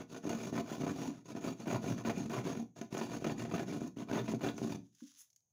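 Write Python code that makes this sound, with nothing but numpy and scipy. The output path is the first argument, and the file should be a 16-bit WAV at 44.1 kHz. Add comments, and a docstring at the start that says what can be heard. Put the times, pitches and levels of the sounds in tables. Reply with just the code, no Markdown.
"""A jab saw cuts a drywall panel, close up in a small bare room: hard cutting strokes and lighter returns.
Each tooth knocks the board and crushes a pinch of gypsum while the blade rubs in the slot; all three follow
the force and speed of the hand. Teeth catch, chunks crack off, the blade rings or squeaks, and the panel
hums, booms and springs back with soft thumps. At the end the blade judders out of the slot and crumbs fall.
The microphone rounds the loudest peaks and hears little above 15.8 kHz."""
import sys
import numpy as np
from scipy import signal
from scipy.fft import rfft, irfft
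from scipy.io import wavfile
from scipy.ndimage import uniform_filter1d

SR = 44100
rng = np.random.default_rng(int(sys.argv[2]) if len(sys.argv) > 2 else 0)


def waveform_to_disk(signal):
    """Save audio, clipped to [-1, 1], as 16-bit WAV at the path in sys.argv[1]."""
    frames = np.transpose(np.atleast_2d(signal))
    scaled = np.clip(frames, -1, 1) * 32767
    samples = np.round(scaled).astype(np.int16)
    wavfile.write(sys.argv[1], SR, samples)


N = 243431
T = np.arange(N) / SR

# Event levels are those ahead of the room and the microphone; colours give only the shape of a spectrum.
# quiet of the room, colour: [f/Hz, level/dB]
QUIET_COLOUR = [(18, -34.5), (30, -17.5), (108, 14), (324, -4.5), (399, -7), (606, -3.5), (970, -9.5),
                (1050, -11), (1260, -21), (5170, -16.5), (6540, 8.5), (7650, -14.5), (15500, -16.5)]
# cutting strokes: [start t/s, length/s, force/dB, share of the length where the blade is fastest,
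# extra thud level/dB, extra rub level/dB]
CUTS = [(-0.145, 0.19, -5, 0.74, -1.5, -3.5), (0.218, 0.16, 0.5, 0.49, -0.5, 0.5),
        (0.52, 0.1, 2.6, 0.61, 3.5, 1), (0.765, 0.17, -1.5, 0.62, 3.5, 1),
        (1.342, 0.06, -4, 0.43, -0.5, -3.5), (1.395, 0.15, -2.5, 0.51, -0.5, 1.5),
        (1.64, 0.15, 4.5, 0.55, -0.5, -1), (1.957, 0.071, -5.5, 0.46, -0.5, 0.5),
        (2.034, 0.093, 4, 0.58, -1, 1.5), (2.278, 0.146, 2.5, 0.6, -3.5, -1),
        (2.753, 0.12, -13.5, 0.18, -7, 0), (2.902, 0.19, -1, 0.53, -2.5, 1.5),
        (3.195, 0.15, 0, 0.56, 2.5, 0.5), (3.48, 0.17, 1.1, 0.57, 2.5, 0), (3.958, 0.086, -7, 0.6, 3, -1.5),
        (4.072, 0.16, 5, 0.55, 0.5, -2.5), (4.388, 0.14, 3.5, 0.5, -0.5, -1)]
# return strokes: [start t/s, length/s, force/dB, share of the length where the blade is fastest,
# extra thud level/dB, extra rub level/dB]
RETURNS = [(0.076, 0.12, -11, 0.78, -1, 3.7), (0.328, 0.19, -4, 0.52, -2, 2.2),
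           (0.635, 0.15, -4, 0.66, -11, 1), (0.91, 0.22, -4, 0.51, -2, 1.8),
           (1.06, 0.18, -16.5, .15, -4.5, -2.5), (1.242, 0.097, -10, 0.64, -4.5, 1),
           (1.56, 0.093, -10.5, 0.65, -2.5, 1), (1.795, 0.17, -2.5, 0.51, 1, 2.5),
           (2.115, 0.19, -7.5, 0.43, 4, 2.5), (2.42, 0.23, -2, 0.24, -1, 0.5),
           (3.059, 0.14, -4, 0.6, -2, 1.7), (3.36, 0.13, -5, 0.4, 0, 1.5),
           (3.65, 0.15, -5.5, 0.47, 0.5, 1.5), (3.78, 0.12, -10.5, 0.42, 0, 0.5),
           (4.227, 0.15, -3.5, 0.49, 2, 1.5), (4.52, 0.25, -7.5, 0.85, 3.5, 3.5)]
# broad colour of the board: [f/Hz, level/dB]
BOARD_COLOUR = [(15, -69), (25, -17), (75, -8), (100, -6), (124, 1.5), (210, -1), (285, 2.5), (392, -6),
                (439, -13), (679, -8.5), (779, -17), (1480, -25), (1620, -28.5), (2400, -27), (3160, -32.5),
                (5110, -39.5), (6000, -68.5), (7800, -74.5), (13200, -120)]
# panel resonances standing out of that colour: [f/Hz, width/Hz, lift/dB]
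PANEL_MODES = [(167, 16, 8), (225.4, 28, 8.5), (386.3, 55, 7), (468.5, 27, 7), (699, 25, 4.5),
               (1000, 41, 8), (1180, 34, -1.5), (1276, 40, 5.5), (1454, 38, 10), (1529, 27, 5),
               (1778, 150, 6), (2395, 130, 7), (2790, 47, 6.5), (3420, 180, 3.5)]
# broad colour of the rubbing blade: [f/Hz, level/dB]
BLADE_COLOUR = [(1650, -31), (2800, -2), (3130, -9), (3450, -3.5), (4210, -6), (4670, -4.5), (5070, -8),
                (6570, 0), (7400, -12), (8460, -20.5), (10600, -11), (13500, -26.5), (15100, -8),
                (16100, -32.5), (16500, -50.5)]
# steel resonances of the blade, before each stroke shifts them: [f/Hz, width/Hz, lift/dB]
STEEL_MODES = [(6630, 350, 3.5), (15200, 920, -0.5)]
# a chunk of gypsum gives way under the teeth: [t/s, peak level/dB]
CRACKS = [(0.145, -37.5), (0.162, -36), (0.293, -39), (0.552, -35), (0.577, -29), (0.595, -37.5),
          (0.833, -36), (0.865, -30), (0.891, -33), (1.657, -44), (1.699, -34), (1.744, -27), (2.049, -31),
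          (2.095, -28), (2.296, -33.5), (2.55, -37.5), (2.812, -37.5), (2.969, -30), (2.987, -31.5),
          (3.012, -26.5), (3.243, -29.5), (3.265, -29), (3.295, -29), (3.45, -33), (3.512, -35.5),
          (3.538, -37), (3.578, -29), (3.594, -33.5), (3.723, -37.5), (4.085, -41), (4.126, -34),
          (4.278, -33), (4.338, -63), (4.408, -38), (4.58, -35), (4.694, -38), (4.746, -48)]
# a tooth catches and breaks free: [t/s, peak level/dB]
CATCHES = [(0.253, -28.5), (0.273, -29), (0.527, -28), (0.602, -36), (0.716, -31), (0.802, -33),
           (0.836, -28), (0.868, -29), (1.058, -38), (1.256, -46), (1.352, -32.5), (1.448, -36),
           (1.474, -28), (1.517, -37), (1.67, -32), (1.866, -32), (1.89, -37), (1.911, -27), (1.928, -35),
           (2.203, -44), (2.254, -37), (2.324, -33.5), (2.374, -27), (2.461, -31), (2.572, -35.5),
           (2.813, -33), (2.949, -28), (3.222, -31.5), (3.315, -46), (3.537, -25.5), (3.695, -34),
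           (3.762, -33), (3.817, -28.5), (3.969, -41), (4.337, -24), (4.617, -26.5), (4.648, -31)]
# gypsum chips snap and crumbs land: [t/s, peak level/dB]
CHIPS = [(0.292, -39), (2.18, -43), (2.296, -45), (2.813, -42), (2.978, -40.5), (3.243, -41), (3.875, -48),
         (4.745, -51), (4.579, -39), (4.949, -58), (5.004, -64), (5.117, -58), (5.3016, -60),
         (5.3292, -62.5), (5.3607, -54.5), (5.4041, -70.5)]
# colour of chips and crumbs: [f/Hz, level/dB]
CHIP_COLOUR = [(410, -84.5), (700, -42), (2370, -25.5), (2730, -27), (3460, -26), (6480, -6), (7990, -24.5),
               (16000, -27)]
# the bound blade rings briefly in one mode: [crest t/s, peak level/dB, f/Hz]
RINGS = [(0.401, -52, 2454), (0.587, -47.5, 2300), (0.891, -52, 6500), (0.899, -45, 1464),
         (1.431, -58, 6700), (1.704, -55.5, 2411), (1.704, -45.5, 6660), (1.872, -48, 2325),
         (2.175, -47, 2420), (2.456, -51, 2300), (2.957, -50, 1490), (2.984, -45.5, 6620),
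         (3.239, -52, 2620), (3.428, -58, 6470), (3.712, -50, 2340), (4.284, -54, 2520), (4.432, -57, 2460),
         (4.495, -49, 3320), (4.583, -49, 6300)]
# the loose panel swings with a low boom: [crest t/s, crest level/dB]
SWINGS = [(0.902, -44), (1.756, -31), (1.929, -34.5), (2.106, -38), (2.393, -37.5), (2.535, -50),
          (3.442, -42), (3.681, -49), (4.222, -37), (4.367, -41), (4.752, -49)]
# the panel springs back from the blade and rings: [t/s, peak level/dB]
THUMPS = [(1.082, -33), (2.605, -40.5), (3.845, -37.5), (5.019, -42)]
# ring of the released panel: [starting f/Hz, relative level/dB, T60/s]
THUMP_MODES = [(196, -13, 0.14), (248.5, 8.5, 0.0705), (284.5, -3, 0.17), (515, -24, 0.11)]
# the steel squeaks in the slot: [t/s, peak level/dB, mean f/Hz, length/s]
SQUEAKS = [(4.178, -40, 3470, 0.029), (4.485, -34.5, 3400, 0.0076)]
# the blade slides out of the slot, level before judder: [t/s, level/dB]
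SLIDE = [(4.83, -85), (4.91, -83), (5.012, -70), (5.028, -73), (5.106, -65.5), (5.166, -68.5),
         (5.208, -68.5), (5.29, -87)]
# colour of the sliding blade: [f/Hz, level/dB]
SLIDE_COLOUR = [(530, -96), (900, -20.5), (1670, -10), (2330, -13), (3560, -4), (4330, -9.5), (6540, 3),
                (8450, -20), (10500, -7.5), (13400, -27), (15200, -7), (15900, -21), (16500, -36)]
# rasp of the tip as it leaves: [f/Hz, level/dB]
TIP_COLOUR = [(500, -63), (1200, -20), (3000, -28), (6500, 8.5), (8400, -6), (10500, 2), (13000, -11),
              (15000, 2), (16500, -35)]
# teeth tick against the edge of the slot on the way out: [t/s, peak level/dB]
TICKS = [(4.867, -85), (5.003, -60.5), (5.117, -65.5), (5.211, -66)]
# colour of those ticks: [f/Hz, level/dB]
TICK_COLOUR = [(500, -43), (1000, -5), (1550, -3), (2300, -15), (6500, -15), (12000, -40)]

QUIET_DB = -86.5  # rms
TOOTH_HZ = 172.04  # teeth passing per second at full speed
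BITE_S = 0.024  # mean time that the teeth work at one spot before it gives way
STALL_S, STALL_SHARE = 0.008, 0.75  # half-length and depth of one slowing of the blade around a crack
THUD_DB, CRUNCH_DB, RUB_DB = -42.5, -43, -54.5  # at full speed and a force of 0 dB, before the extras
THUD_PER_FORCE, RUB_PER_FORCE = 0.74, 0.67  # dB per dB of force; the crunch follows the force one to one
THUD_SPEED_POWER, CRUNCH_SPEED_POWER, RUB_SPEED_POWER = 0.43, 0.96, 0.71  # growth with blade speed
PANEL_HZ = 281.4  # typical main resonance of the panel under the blade
PANEL_SCATTER = 0.21  # spread of its natural logarithm from bite to bite
LOOSENING_S = 0.72  # time constant of the panel coming loose as the slot grows
FLEX_THUD_DB, FLEX_SAG = 3, 0.28  # on a return a fully loose panel knocks harder, and lower by this share
BOOM_HZ, BOOM_T60_S = 120.1, 0.41  # lowest bending mode of the panel
BOOM_DB, BOOM_PER_FORCE = -54.5, 0.43  # level of a half-loose panel at a force of 0 dB; dB per dB of force
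BOOM_TIGHT_DB = -7  # a tight panel against a fully loose one
HUM_HZ, HUM_T60_S, HUM_DB = 275.3, 0.1, -5  # the panel's singing mode; gain on what shakes it
HUM_DRIFT = 0.0744  # typical drift as a share of its pitch
ROOM_T60_LOW_S, ROOM_T60_HIGH_S = 0.33, 0.24
TOP_HZ = 15800  # upper limit of the microphone


def undb(db):
    """Decibels to gain."""
    return 10 ** (np.asarray(db) / 20)


def unit(x):
    """Scale to rms 1."""
    return x / np.sqrt(np.mean(x ** 2))


def peak(sound, db):
    """Scale to a peak level."""
    return sound * undb(db) / np.abs(sound).max()


def band(x, hz, kind, order=2):
    """Butterworth low-pass or high-pass."""
    return signal.sosfilt(signal.butter(order, min(hz, .45 * SR), kind, fs=SR, output="sos"), x)


def ring(x, response):
    """Drive a response scaled to unit energy."""
    return signal.fftconvolve(x, response / np.linalg.norm(response))[:N]


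def drive(force, strength, response):
    """Shake a body so that its sound carries the energy of the strength curve."""
    sound = signal.fftconvolve(force * strength, response)
    return sound * np.linalg.norm(strength) / np.linalg.norm(sound)


def fade(t60):
    """Exponential decay down to -60 dB."""
    return np.exp(-np.log(1000) * T[T < t60] / t60)


def add(out, s, sound):
    """Mix in a sound at time s; what falls before the start is left out."""
    i = int(s * SR)
    sound, i = sound[max(-i, 0):], max(i, 0)
    out[i:i + len(sound)] += sound[:N - i]


def walk(per_s):
    """Smooth random drift; spread near 1."""
    steps = signal.resample_poly(rng.standard_normal(600), 16, 1)
    return np.interp(T * per_s * 16, np.arange(len(steps)), steps)


def body(colour, modes=(), size=4096):
    """Causal impulse response of a broad colour with resonances on top."""
    hz = np.arange(size // 2 + 1) * SR / size
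    points, levels = np.transpose(colour)
    db = np.interp(np.log(hz + 1), np.log(points), levels)
    for centre, width, lift in modes:
        db = db + lift / (1 + (2 * (hz - centre) / width) ** 2)
    # folding the cepstrum gives minimum phase
    cepstrum = irfft(np.log(undb(db)))
    cepstrum[1:size // 2] *= 2
    cepstrum[size // 2 + 1:] = 0
    return irfft(np.exp(rfft(cepstrum))) * np.hanning(2 * size)[size:]


def wander(modes, spread, spread_db):
    """Resonances shift with the place and pressure of the blade."""
    chance = rng.standard_normal((len(modes), 2))
    shifted = []
    for (hz, width, db), (pitch, level) in zip(modes, chance):
        shifted.append((hz * (1 + spread * pitch), width, db + spread_db * level))
    return shifted


def grains(count, per_s, spread_db, size=SR):
    """Dense fractures at random moments, their sizes spread by an exponential law in dB; rms 1."""
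    chance = rng.random((3, size))[:, :count]
    weight = undb(spread_db * np.minimum(-np.log(1 - chance[0]), 3.2))
    return unit((chance[1] < per_s / SR) * weight * np.sign(chance[2] - .5))


def snaps(events, response, t60, rise_s):
    """Brittle breaks: a short burst of noise into a body, which response() gives anew for each."""
    out = np.zeros(N)
    swell = fade(t60) * (1 - np.exp(-T[T < t60] / rise_s))
    for s, db in events:
        burst = swell * rng.standard_normal(SR)[:len(swell)]
        add(out, s, peak(signal.fftconvolve(burst, response()), db))
    return out


def room_quiet():
    """Steady coloured noise: the quiet of the room."""
    return undb(QUIET_DB) * ring(rng.standard_normal(N), body(QUIET_COLOUR))


def sawing():
    """Cuts and returns; the panel comes loose as the slot grows, and the returns flex it."""
    out, free = np.zeros(N), stalls()
    for strokes, returning in ((CUTS, False), (RETURNS, True)):
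        for start, length, force_db, crest, thud_db, rub_db in strokes:
            loose = 1 - np.exp(-max(start, 0) / LOOSENING_S)
            place = T[T < length] / length
            speed = np.sin(np.pi / 2 * np.interp(place, [0, np.clip(crest, .1, .9), 1], [0, 1, 0]))
            speed = speed * np.interp(start + T[:len(speed)], T, free)
            add(out, start, stroke(speed, force_db, thud_db, rub_db, loose, flex=loose * returning))
    return out


def stalls():
    """Share of its speed that the blade keeps: it is held up around each crack, mostly just before."""
    held = np.zeros(N)
    dip = np.hanning(int(2 * STALL_S * SR))
    for s, _ in CRACKS:
        add(held, s - len(dip) / SR * .75, dip)
    return 1 - np.clip(STALL_SHARE * held, 0, .95)


def stroke(speed, force_db, thud_db, rub_db, loose, flex, split_hz=450, crumble_t60=0.062,
           steady_crunch=1.0, steady_rub=0.85, crack_share=0.14, flecks_db=-11, rub_grip=0.56):
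    """One pass, rest to rest: teeth knock the panel, each sets off a crumble, steel hisses through dust."""
    count = len(speed)
    # strength curves set by the hand
    thud_level = THUD_DB + thud_db + THUD_PER_FORCE * force_db + FLEX_THUD_DB * flex
    thud = undb(thud_level) * speed ** THUD_SPEED_POWER
    boom = undb(BOOM_DB + BOOM_PER_FORCE * force_db + BOOM_TIGHT_DB * (0.5 - loose)) * speed
    crunch = undb(CRUNCH_DB + force_db) * speed ** CRUNCH_SPEED_POWER
    rub = undb(RUB_DB + rub_db + RUB_PER_FORCE * force_db) * speed ** RUB_SPEED_POWER

    bite, grip = bites(count)
    strikes = teeth(speed)
    crumble = unit(signal.fftconvolve(strikes, fade(crumble_t60))[:count])
    # the crack of the tooth itself, then the grains that it loosens
    loosened = unit((crumble + steady_crunch) * grains(count, per_s=3500, spread_db=3.5))
    breaking = crack_share * unit(strikes) + loosened
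    rubbing = (crumble + steady_rub) * grains(count, per_s=11000, spread_db=0.0)
    breaking = crackle(breaking * grip, bite, low_hz=820, high_hz=3930, sharpness=24, lift_db=3.5)
    rubbing = crackle(rubbing * grip ** rub_grip, bite, low_hz=4420, high_hz=7450, sharpness=56, lift_db=5)
    # knocks without their steady push
    knocking = strikes * grip - uniform_filter1d(strikes * grip, size=900)

    sound = drive(knocking, boom, bending())
    add(sound, 0, thudding(knocking, thud, bite, PANEL_HZ * (1 - FLEX_SAG * flex), split_hz))
    add(sound, 0, drive(breaking, crunch, band(loaded_board(), split_hz, "high", order=3)))
    add(sound, 0, drive(rubbing, rub, rubbed_blade(force_db)))
    add(sound, 0, undb(flecks_db) * crunch * flecks(strikes * grip))
    return sound


def bites(size, hold=1.0, swell_power=2.2, crest_power=0.78, spread_db=2.0, count=24):
    """Gypsum gives way in bites with slack between: the bite's number and its grip at each moment."""
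    chance = rng.random((count, 2))
    edges = np.cumsum(BITE_S * (.5 + chance[:, 0]))
    place = np.interp(T[:size] + edges[0] + BITE_S * chance[-1, 0], edges, np.arange(count))
    bite = place.astype(int)
    swell = np.abs(np.sin(np.pi * (place - bite) ** crest_power)) ** swell_power
    return bite, (hold + swell) * undb(spread_db * (2 * chance[bite, 1] - 1))


def teeth(speed, jitter=0.3227, scatter_db=5, crawl=.35):
    """One impulse as each tooth meets the gypsum, uneven in time and size."""
    passed = np.cumsum(TOOTH_HZ * (abs(crawl) + speed) / (1 + abs(crawl))) / SR
    chance = rng.standard_normal((100, 2))
    at = np.searchsorted(passed, np.arange(len(chance)) + jitter * chance[:, 0])
    size = undb(scatter_db * np.clip(chance[:, 1], -2.5, 1.1))
    # teeth beyond the end of the stroke gather in the last slot, which is dropped
    return np.bincount(at, size, len(speed) + 1)[:len(speed)]


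def crackle(force, bite, low_hz, high_hz, sharpness, lift_db, count=24):
    """Each bite crackles at its own resonant pitch; rms 1."""
    pitches = low_hz * (high_hz / low_hz) ** rng.random(count)
    out = force.copy()
    for k in np.unique(bite):
        resonance = signal.iirpeak(pitches[k], sharpness, fs=SR)
        out += undb(lift_db) * signal.lfilter(*resonance, force * (bite == k))
    return unit(out)


def bending(size=16384):
    """Impulse response of the panel's lowest bending mode."""
    t = T[:size]
    decay = np.exp(-np.log(1000) * t / BOOM_T60_S)
    return band(decay * np.sin(2 * np.pi * BOOM_HZ * t), 150, "high", order=3)


def thudding(knocks, strength, bite, panel_hz, split_hz, width_hz=50, lift_db=6, count=5):
    """Low knocking of the panel: its main resonance jumps as each bite loads it differently."""
    out = 0
    for k, shift in enumerate(np.clip(rng.standard_normal(count), -2, 2)):
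        main_mode = (panel_hz * np.exp(PANEL_SCATTER * shift), width_hz, lift_db)
        response = body(BOARD_COLOUR, PANEL_MODES + [main_mode])
        out = out + signal.fftconvolve(knocks * strength * (bite % count == k), response)
    out = band(out, split_hz, "low", order=3)
    return out * np.linalg.norm(strength) / np.linalg.norm(out)


def loaded_board():
    """The panel under the blade, its modes slightly shifted."""
    return body(BOARD_COLOUR, wander(PANEL_MODES, spread=0.0044, spread_db=0.0))


def rubbed_blade(force_db, brightening=0.35):
    """The blade during one stroke; the harder it rubs, the brighter its top."""
    top = (14000, 5000, brightening * force_db)
    return body(BLADE_COLOUR, wander(STEEL_MODES, spread=0.012, spread_db=1.5) + [top])


def flecks(strikes, low_hz=700, high_hz=3800, cycles=9, tilt=0.93):
    """Each tooth flicks a sliver of gypsum that rings for a few cycles at its own pitch; rms 1."""
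    t = T[:SR // 50]
    out = np.zeros(len(strikes) + len(t))
    at = np.flatnonzero(strikes)
    for i, hz in zip(at, low_hz * (high_hz / low_hz) ** rng.random(size=100)):
        ringing = np.sin(2 * np.pi * hz * t) * (hz * t) * np.exp(-np.pi * hz * t / cycles)
        out[i:i + len(t)] += strikes[i] * (low_hz / hz) ** tilt * ringing
    return unit(out[:len(strikes)])


def hum(shaking, drifts_per_s=5):
    """The shaken panel sings on between strokes, its pitch wandering with the pressure of the blade."""
    turn = np.exp(2j * np.pi * np.cumsum(HUM_HZ * (1 + HUM_DRIFT * walk(drifts_per_s))) / SR)
    keep = np.exp(-np.log(1000) / (HUM_T60_S * SR))
    # shift the moving pitch to 0 Hz, smooth there, shift back
    held = signal.lfilter([1 - keep], [1, -keep], shaking / turn)
    return undb(HUM_DB) * 2 * np.real(turn * held)


def cracks():
    """Chunks give way: noise bursts through the loaded board, its bass thinned."""
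    return snaps(CRACKS, lambda: band(loaded_board(), 490, "high"), t60=0.053, rise_s=0.00057)


def catches(soft_hz=750):
    """A snagged tooth lets go and the bent panel thumps back."""
    out = np.zeros(N)
    board = body(BOARD_COLOUR, PANEL_MODES)
    thump = band(band(board, soft_hz, "low"), 310, "high", order=1)
    for s, db in CATCHES:
        add(out, s, peak(-thump, db))
    return out


def chips():
    """Chips snap and crumbs land: short bright bursts."""
    return snaps(CHIPS, lambda: body(CHIP_COLOUR), t60=0.024, rise_s=0.00072)


def rings(length_s=0.055, width_hz=90):
    """Friction keeps one mode of the bound blade going, unsteadily."""
    out = np.zeros(N)
    swell = np.hanning(int(length_s * SR))
    for s, db, hz in RINGS:
        resonance = signal.iirpeak(hz, hz / width_hz, fs=SR)
        rubbed = signal.lfilter(*resonance, rng.standard_normal(SR // 4))
        add(out, s - length_s / 2, peak(swell * rubbed[-len(swell):], db))
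    return out


def swings(hz=119, width_s=0.026, detune=0.018):
    """The lowest bending mode swells and dies as the blade drags the panel along."""
    out = np.zeros(N)
    t = T[:SR // 4] - 1 / 8  # 0 at the crest
    for (s, db), shift in zip(SWINGS, rng.standard_normal(len(SWINGS))):
        tone = np.sin(2 * np.pi * hz * (1 + detune * shift) * t)
        add(out, s + t[0], undb(db) * np.exp(-(t / width_s) ** 2) * tone)
    return out


def thumps(release_s=0.0077, sag_hz_per_s=60):
    """Let go by the blade, the panel springs back with a hollow, slightly falling ring."""
    out = np.zeros(N)
    t = T[:SR]
    sway = 0
    for hz, db, t60 in THUMP_MODES:
        sway = sway + undb(db - 60 * t / t60) * np.sin(2 * np.pi * (hz - sag_hz_per_s * t / 2) * t)
    sway = band(sway * (1 - np.exp(-(t / release_s) ** 2)), 100, "high")
    for s, db in THUMPS:
        add(out, s, peak(sway, db))
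    return out


def squeaks(waver=0.063, rasp=1.0):
    """The blade sticks and slips at an unsteady pitch, with a rough rasp an octave below."""
    out = np.zeros(N)
    for s, db, hz, length_s in SQUEAKS:
        swell = np.hanning(int(length_s * SR))
        slip = unit(band(rng.standard_normal(SR), 700, "low"))[:len(swell)]
        phase = 2 * np.pi * np.cumsum(hz * (1 + waver * slip)) / SR
        tone = (1 + .5 * slip) * np.sin(phase) + rasp * (.5 + .5 * slip) * np.sin(phase / 2)
        add(out, s, peak(swell * tone, db))
    return out


def withdrawal(tip_s=5.207, tip_width_s=0.023, tip_db=-59, judder_db=3.0, judders_per_s=55):
    """The blade judders out of the slot as grainy friction, with a rasp as its tip leaves."""
    sliding = (T > SLIDE[0][0]) * (T < SLIDE[-1][0])
    gain = undb(np.interp(T, *np.transpose(SLIDE)) + judder_db * walk(judders_per_s)) * sliding
    friction = grains(N, per_s=2600, spread_db=2, size=N)
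    tip = undb(tip_db) * np.exp(-((T - tip_s) / tip_width_s) ** 2)
    slide = ring(friction * gain, band(body(SLIDE_COLOUR), 15000, "low", order=1))
    return slide + ring(friction * tip, body(TIP_COLOUR))


def ticks():
    """Teeth tick on the edge of the slot: short bursts on the way out."""
    return snaps(TICKS, lambda: body(TICK_COLOUR), t60=0.032, rise_s=.001)


def room(x, low_db=-6, high_db=-10, split_hz=380, gap_s=0.0083):
    """Direct sound plus the diffuse tail of a small bare room; the bass hangs on longest."""
    out = x
    for kind, t60, db in (("low", ROOM_T60_LOW_S, low_db), ("high", ROOM_T60_HIGH_S, high_db)):
        tail = fade(t60)
        tail = tail * rng.standard_normal(N)[:len(tail)] * (T[:len(tail)] > gap_s)
        out = out + undb(db) * ring(band(x, split_hz, kind, order=4), tail)
    return out


def scene(thump_wet=0.35):
    """Sawing and all that it sets off, then the withdrawal, in a quiet room; thumps reach us drier."""
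    shaking = sawing() + catches()
    dry = shaking + hum(shaking) + cracks() + chips() + rings() + swings() + squeaks()
    dry = dry + withdrawal() + ticks()
    springing = thumps()
    # the thumps keep their full direct sound but send less into the room
    heard = room(dry + thump_wet * springing) + (1 - thump_wet) * springing
    return (heard + room_quiet())[None]


def record(dry, ceiling_db=-23):
    """The microphone rounds the loudest peaks and the top is cut."""
    rounded = undb(ceiling_db) * np.tanh(dry / undb(ceiling_db))
    return signal.sosfilt(signal.ellip(10, .2, 70, TOP_HZ, fs=SR, output="sos"), rounded)


dry = scene()
out = record(dry)
waveform_to_disk(out)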